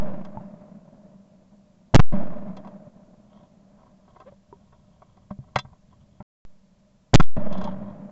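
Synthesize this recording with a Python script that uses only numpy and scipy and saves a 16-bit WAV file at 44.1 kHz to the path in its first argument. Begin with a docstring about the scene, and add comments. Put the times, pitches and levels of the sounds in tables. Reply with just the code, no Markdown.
"""First comes the dying echo of a shotgun shot in a conifer wood, heard by a small camera on the barrel.
Two more shots follow. Each blast jams the microphone amplifier at its limits; as it recovers,
the echo from the tree trunks rolls away, humming in the air inside the barrel.
Between shots, hands knock and rub the gun, its steel action clacks open and a tight part squeaks."""
import sys
import numpy as np
from scipy import signal
from scipy.fft import rfft, irfft, next_fast_len
from scipy.io import wavfile

SR = 44100
rng = np.random.default_rng(int(sys.argv[2]) if len(sys.argv) > 2 else 0)


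def log_audio(samples):
    """Write samples as a 16-bit WAV file to the path given in sys.argv[1]."""
    # one column per channel
    frames = np.atleast_2d(samples).T
    # limit to full scale, then quantise
    limited = np.clip(frames, -1, 1)
    pcm = np.round(limited * 32767).astype(np.int16)
    wavfile.write(sys.argv[1], SR, pcm)


N = 357651
LEAD = SR // 2  # extra samples before time zero, to hold the earliest shot
T = np.arange(-LEAD, N) / SR  # scene time in seconds
AFTER = np.arange(SR // 3) / SR  # seconds since a hit
CLICK = signal.unit_impulse(len(AFTER))


def from_db(db):
    """Turn decibels into a number to multiply by."""
    return 10 ** (np.asarray(db) / 20)


def rms_one(x):
    """Scale a sound so its average strength (rms) is 1."""
    return x / np.sqrt(np.mean(x ** 2) + 1e-20)


def add(out, start, sound):
    """Mix a sound in at a start time in seconds."""
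    i = LEAD + round(start * SR)
    out[i:i + len(sound)] += sound[:len(out) - i]


def low_pass(x, hz, order=2):
    """Soften everything above hz."""
    return signal.sosfilt(signal.butter(order, min(hz, .45 * SR), fs=SR, output="sos"), x)


def high_pass(x, hz, order=1):
    """Soften everything below hz."""
    return signal.sosfilt(signal.butter(order, hz, "high", fs=SR, output="sos"), x)


def filtered(x, gain_at):
    """Turn each frequency up or down by gain_at(hz)."""
    size = next_fast_len(len(x))
    hz = np.maximum(np.fft.rfftfreq(size, 1 / SR), 1)
    return irfft(rfft(x, size) * gain_at(hz), size)[:len(x)]


def ring(x, hz, t60):
    """Each push in x starts a pure tone that fades by 60 dB in t60 seconds."""
    decay, step = from_db(-60 / (t60 * SR)), 2 * np.pi * hz / SR
    return signal.lfilter([0, np.sin(step)], [1, -2 * decay * np.cos(step), decay * decay], x + 1e-18)


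# The notes of the air in the barrel. Each row: pitch in Hz, width in Hz, boost in dB.
BARREL_NOTES = [(197, 22, 19), (604.7, 46, 17.5), (1010, 110, 3)]
def through_barrel(colour):
    """Noise with a given balance of low and high, boosted where the barrel hums like a closed pipe."""
    points, level_db = np.transpose(colour)
    balance = lambda hz: from_db(np.interp(np.log(hz), np.log(points), level_db))
    plain = filtered(rng.standard_normal(len(T)), balance)
    boost = lambda hz: 1 + sum(from_db(db) ** 2 / (1 + (2 * (hz - pitch) / width) ** 2)
                               for pitch, width, db in BARREL_NOTES)
    return rms_one(filtered(plain, lambda hz: np.sqrt(boost(hz))))


# The tone of a fresh echo. Each row: frequency in Hz, relative level in dB.
ECHO_TONE = [(30, -16), (80, -17), (140, -5), (280, -9), (420, -17), (750, -15), (1200, -20), (1700, -26),
             (2300, -32.5), (3000, -40), (3800, -43), (5000, -54), (7500, -59)]
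# A far slope returns each shot once more: delay in seconds, spread in seconds, relative level in dB.
SLOPE_ECHO = (1.44, .07, -27)
def forest_echo(fall_db=39, dying_db_per_s=1.0, treble_loss_db=8.0, flutter_db=2.4):
    """Trunks scatter each shot back. The echo holds, then fades, duller the further it has travelled."""
    level, age = np.zeros((2, len(T)))
    far_s, far_spread_s, far_db = SLOPE_ECHO
    for fired, *_, echo_db, hold_s in GUNSHOTS:
        since = np.maximum(T - fired, 0)
        # after the hold, the echo loses fall_db each time it gets ten times older
        faded_db = fall_db * np.log10(np.hypot(1, (since / hold_s) ** 2)) / 2 + dying_db_per_s * since
        far = from_db(far_db) * np.exp(-((since - far_s) / far_spread_s) ** 2)
        level = np.where(T >= fired, from_db(echo_db) * np.hypot(from_db(-faded_db), far), level)
        age = np.where(T >= fired, since, age)
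    noise = through_barrel(ECHO_TONE)
    travel = np.log(np.maximum(age, .22) / .33)
    bands_hz, out = np.geomspace(500, 8000, 5), 0
    for centre, share in zip(bands_hz, np.eye(len(bands_hz))):
        band = filtered(noise, lambda hz: np.interp(hz, bands_hz, share))
        out += band * from_db(-treble_loss_db * travel * (centre - bands_hz[0]) / (centre + 1500))
    flutter = rms_one(low_pass(rng.standard_normal(len(T)), 35))
    return level * out * from_db(flutter_db * flutter)


# The tone of the still wood. Each row: frequency in Hz, relative level in dB.
AIR_TONE = [(25, 3), (70, -8), (140, -5), (300, -17), (600, -21), (1100, -23), (2000, -31), (7500, -44)]
def still_air():
    """The faint, steady hush of the wood hums in the barrel."""
    return from_db(-60) * through_barrel(AIR_TONE)


# The gun's low and high notes. Each row: pitch in Hz, relative level in dB, ring time in seconds.
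KNOCK_NOTES = [(425, -13, .03), (600, -6, .025), (754, -2, .035), (960, 1, .03), (1096, 2, .03),
               (1300, -4, .04), (1570, -8, .05), (1890, -9, .06), (2060, -9, .05), (2220, -9, .045)]
TICK_NOTES = [(2700, -4, .025), (3220, -1, .05), (3480, 0, .065), (4010, -3, .06), (4990, -6, .02),
              (5500, -8, .02), (6360, -13, .06), (7150, -13, .025)]
def strike(notes, rattle_s, grit, soft_hz, rise_s=.0003, uneven_db=2.0):
    """A hit chatters and rings each note by a chance amount; grit mixes in the chatter itself."""
    force = rng.standard_normal(len(AFTER)) * np.exp(-AFTER / rattle_s) * (1 - np.exp(-AFTER / rise_s))
    force = high_pass(force, notes[0][0], order=2)  # stiff steel passes little below its lowest note
    body = sum(from_db(db + uneven_db * rng.standard_normal()) * (-1) ** k * rms_one(ring(force, hz, t60))
               for k, (hz, db, t60) in enumerate(notes))
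    chatter = rms_one(low_pass(force, notes[-1][0]))
    sound = low_pass(rms_one(body) + grit * chatter, soft_hz)
    return sound / np.sqrt(np.mean(sound[:SR // 100] ** 2))  # strength 1 over the first 10 ms


# Light touches. Each row: time in seconds, knock and tick levels in dB before the gains below.
TOUCHES = [(0.249, -37, -52), (2.137, -29, -59), (2.568, -38, -48.5), (2.647, -38, -64), (2.672, -36, -58),
           (4.078, -48, -76), (4.161, -40, -70), (4.202, -38, -58), (4.216, -43, -70), (4.726, -48, -71),
           (5.02, -40, -70), (5.17, -51, -72), (5.307, -33, -63), (5.649, -43, -80), (5.729, -49, -80),
           (5.927, -50, -80), (6.203, -36, -71), (7.526, -36, -44), (7.579, -35, -50), (7.613, -27, -46),
           (7.641, -33, -41.5), (7.674, -31, -58)]
def touches(knock_gain_db=-9.0, tick_gain_db=-6.5):
    """Hands and fittings tap the gun, each with a dull knock and a small tick."""
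    out = np.zeros(len(T))
    for time, knock_db, tick_db in TOUCHES:
        knock = strike(KNOCK_NOTES, rattle_s=.007, grit=.35, soft_hz=750, rise_s=.002, uneven_db=3)
        tick = strike(TICK_NOTES, rattle_s=.005, grit=1.2, soft_hz=4500, rise_s=.002, uneven_db=4)
        add(out, time - .003, from_db(knock_db + knock_gain_db) * knock)
        add(out, time - .001, from_db(tick_db + tick_gain_db) * tick)
    return out


# Soft bumps. Each row: start in seconds, barrel level in dB, stock level in dB.
BUMPS = [(0.371, -33, -32), (2.136, -17, -34), (5.31, -26, -38), (5.389, -42, -28), (5.56, -29, -21),
         (5.649, -50, -36), (6.203, -35, -37), (7.378, -19, -26)]
def thuds(overtone_loss_db=7.0, soft_hz=800):
    """A bump sets the barrel's air and the stock (the gun's shoulder piece) booming."""
    out = np.zeros(len(T))
    barrel = sum(from_db(-overtone_loss_db * k) * ring(CLICK, hz, t60=2.8 / width)
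                 for k, (hz, width, _) in enumerate(BARREL_NOTES))
    stock = ring(CLICK, hz=132, t60=.11)
    for start, barrel_db, stock_db in BUMPS:
        add(out, start, low_pass(from_db(barrel_db) * barrel + from_db(stock_db) * stock, soft_hz))
    return out


# Loose parts landing. Each row: start in seconds, level in dB, pitch in Hz.
LOOSE_PARTS = [(0.372, -28, 880), (4.323, -42, 565), (4.527, -37, 398), (4.527, -38, 950),
               (7.675, -23, 900)]
def clunks(soft_hz=1600):
    """A loose part drops into its seat and rings briefly."""
    out = np.zeros(len(T))
    for start, db, hz in LOOSE_PARTS:
        add(out, start, from_db(db) * low_pass(ring(CLICK, hz, t60=.055), soft_hz))
    return out


# The shots. Each row: when it fires, when the shoulder stops the kick, when the amplifier comes free
# and its recovery time, all in seconds; kick, crack and echo levels in dB; echo hold in seconds.
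GUNSHOTS = [(-.36, -.30, -.14, .04, -10, 3, -26.5, .325), (1.939, 1.992, 2.124, .02, -11, 6, -27.5, .28),
            (7.134, 7.1994, 7.366, .045, -16, 13, -29, .46)]
def blasts(mount_db=26, shock_db=36, shock_s=.0017, crack_s=.009, crack_hz=3000):
    """Each shot jolts the gun, blasts from the muzzle and kicks back into the shoulder."""
    out = np.zeros(len(T))
    for fired, stopped, _, _, kick_db, crack_db, *_ in GUNSHOTS:
        # the charge jolts the gun
        add(out, fired, from_db(-14) * ring(CLICK, hz=150, t60=.086))
        add(out, fired, from_db(-23) * strike(KNOCK_NOTES, rattle_s=.008, grit=.3, soft_hz=1000))
        # the blast arrives and shakes the camera mount, far beyond what the amplifier can take
        arrival = fired + .007
        crack = rms_one(low_pass(rng.standard_normal(len(AFTER)), crack_hz)) * np.exp(-AFTER / crack_s)
        mount = ring(CLICK, hz=143, t60=.11)
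        add(out, arrival, from_db(crack_db) * crack - from_db(mount_db) * mount)
        add(out, arrival + .0009, from_db(shock_db) * np.exp(-AFTER / shock_s))
        # the stock lands in the shoulder: a thump, a rattle and a ring of steel
        knock = strike(KNOCK_NOTES, rattle_s=.009, grit=.5, soft_hz=1800)
        add(out, stopped, from_db(kick_db) * (.7 * knock - ring(CLICK, hz=115, t60=.1)))
        add(out, stopped, from_db(-36) * strike(TICK_NOTES, rattle_s=.008, grit=.9, soft_hz=5000))
        add(out, stopped, from_db(-16) * ring(CLICK, hz=1350, t60=.12))
    return out


LIMIT = .49  # the amplifier jams at this level, up or down
def bias_swing(depth=6.0, rise_s=.021, cross_s=.011, edge_s=.006):
    """A blast throws the amplifier's resting level (its bias) up, then down; it creeps back."""
    out = np.zeros(len(T))
    for fired, stopped, free, recovery, *_ in GUNSHOTS:
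        crossed = stopped + cross_s
        up = np.interp(T, [fired + .0062, fired + .0076 + rise_s, stopped - edge_s, stopped, crossed],
                       [0, depth, depth, LIMIT * .5, 0])
        down = np.interp(T, [stopped, crossed, crossed + edge_s, free - .03, free],
                         [0, LIMIT * .3, depth, depth, LIMIT])
        out += up - down * np.exp(-np.maximum(T - free, 0) / recovery)
    return out


def amplifier(sound, leak_db=-35, leak_limit=3.0, sag_hz=1.4):
    """Loud sound jams it; a capacitor lets the jammed level sag, and a little treble leaks past."""
    jammed = np.clip(sound + bias_swing(), -LIMIT, LIMIT)
    leak = from_db(leak_db) * np.clip(high_pass(sound, 1300, order=4), -leak_limit, leak_limit)
    return np.clip(high_pass(1.04 * jammed, sag_hz), -LIMIT, LIMIT) + leak


# Steel hitting steel. Each row: start in seconds, knock level in dB, tick level in dB.
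STEEL_HITS = [(2.014, -22, -33), (5.558, -18, -32.5), (5.5862, -34, -35), (7.223, -8, -15)]
def clacks():
    """The moving parts of the gun's action strike each other, hard and bright."""
    out = np.zeros(len(T))
    for start, knock_db, tick_db in STEEL_HITS:
        knock = strike(KNOCK_NOTES, rattle_s=.0035, grit=.4, soft_hz=2600, uneven_db=1.5)
        tick = strike(TICK_NOTES, rattle_s=.006, grit=.8, soft_hz=5500, uneven_db=1.5)
        add(out, start, from_db(knock_db) * knock + from_db(tick_db) * tick)
    return out


# Spells of moving the gun. Each row: start and end in seconds, then rumble, rub and jingle levels in dB.
MOVEMENTS = [(3.33, 3.44, -66, -62, -75), (3.8, 3.88, -64, -62, -85), (4.07, 4.33, -63, -64, -82),
             (4.5, 5.26, -61, -73, -86), (5.4, 5.75, -55, -65, -88), (5.88, 6.2, -59, -75, -84),
             (7.52, 7.69, -45, -45, -60), (7.72, 7.92, -47, -56, -80)]
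def moving(fade_s=.025, catches_per_s=400, grain_db=3.0, grit=.7):
    """Arms send a rumble up the barrel, hands rub it in small catches and a fitting jingles."""
    catches = rng.random(len(T)) < catches_per_s / SR
    strength = from_db(grain_db * np.minimum(rng.exponential(1, len(T)), 3))
    force = rng.standard_normal(len(T)) * low_pass(catches * strength, 60, order=1)
    body = sum(from_db(db) * (-1) ** k * rms_one(ring(force, hz, t60))
               for k, (hz, db, t60) in enumerate(KNOCK_NOTES))
    deep_noise = low_pass(rng.standard_normal(len(T)), 150, order=3)
    rumble = rms_one(high_pass(deep_noise, 55, order=2))
    rub = rms_one(low_pass(rms_one(body) + grit * rms_one(force), 700))
    jingle = rms_one(ring(force, hz=3250, t60=.008))
    out = np.zeros(len(T))
    for start, end, rumble_db, rub_db, jingle_db in MOVEMENTS:
        fade = np.exp(-np.abs(T - np.clip(T, start, end)) / fade_s)
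        out += fade * (from_db(rumble_db) * rumble + from_db(rub_db) * rub + from_db(jingle_db) * jingle)
    return out


# The gun swings down: middle in seconds, spread in seconds, level in dB.
DOWNSWING = (3.8, .25, -58)
def swinging():
    """Air blowing across the muzzle makes the barrel hum softly."""
    middle, spread, db = DOWNSWING
    return from_db(db) * np.exp(-((T - middle) / spread) ** 2) * through_barrel(ECHO_TONE)


# One squeak: start and length in seconds, level in dB, first and last pitch in Hz.
TIGHT_PART = (4.255, .048, -45, 490, 600)
def squeak(jitter=.09, overtone_loss_db=13.0):
    """A tight part sticks and slips as it slides home: a shaky, rising tone that swells and fades."""
    start, length, db, first_hz, last_hz = TIGHT_PART
    out, progress = np.zeros(len(T)), np.linspace(0, 1, int(length * SR))
    wobble = rms_one(low_pass(rng.standard_normal(len(progress)), 400))
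    hz = (first_hz + (last_hz - first_hz) * progress) * (1 + jitter * wobble)
    phase = 2 * np.pi * np.cumsum(hz) / SR
    tone = sum(from_db(-overtone_loss_db * np.log2(k)) * np.sin(k * phase) for k in range(1, 8))
    add(out, start, from_db(db) * rms_one(tone) * np.sin(np.pi * progress))
    return out


def scene():
    """The wood, the shots and the handling all pass through the microphone amplifier."""
    outdoors = still_air() + blasts() + forest_echo()
    handling = touches() + thuds() + clunks() + clacks() + squeak() + moving() + swinging()
    return amplifier(outdoors + handling)[None, LEAD:]


# A short silence: start and end in seconds.
DROPOUT = (6.227, 6.451)
def record(dry, hiss_db=-72, tick_db=-35, cutoff_hz=7750):
    """Add faint hiss and cut the highest treble; the sound drops out once and returns with a tick."""
    t = T[LEAD:]
    gone, back = DROPOUT
    hiss = from_db(hiss_db) * rng.standard_normal(N)
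    tick = from_db(tick_db) * (t > back) * np.exp(-np.abs(t - back) / .06)
    out = (dry + hiss + tick) * ((t < gone) | (t > back))
    return signal.fftconvolve(out, signal.firwin(161, cutoff_hz, fs=SR)[None], "same")


dry = scene()
out = record(dry)
log_audio(out)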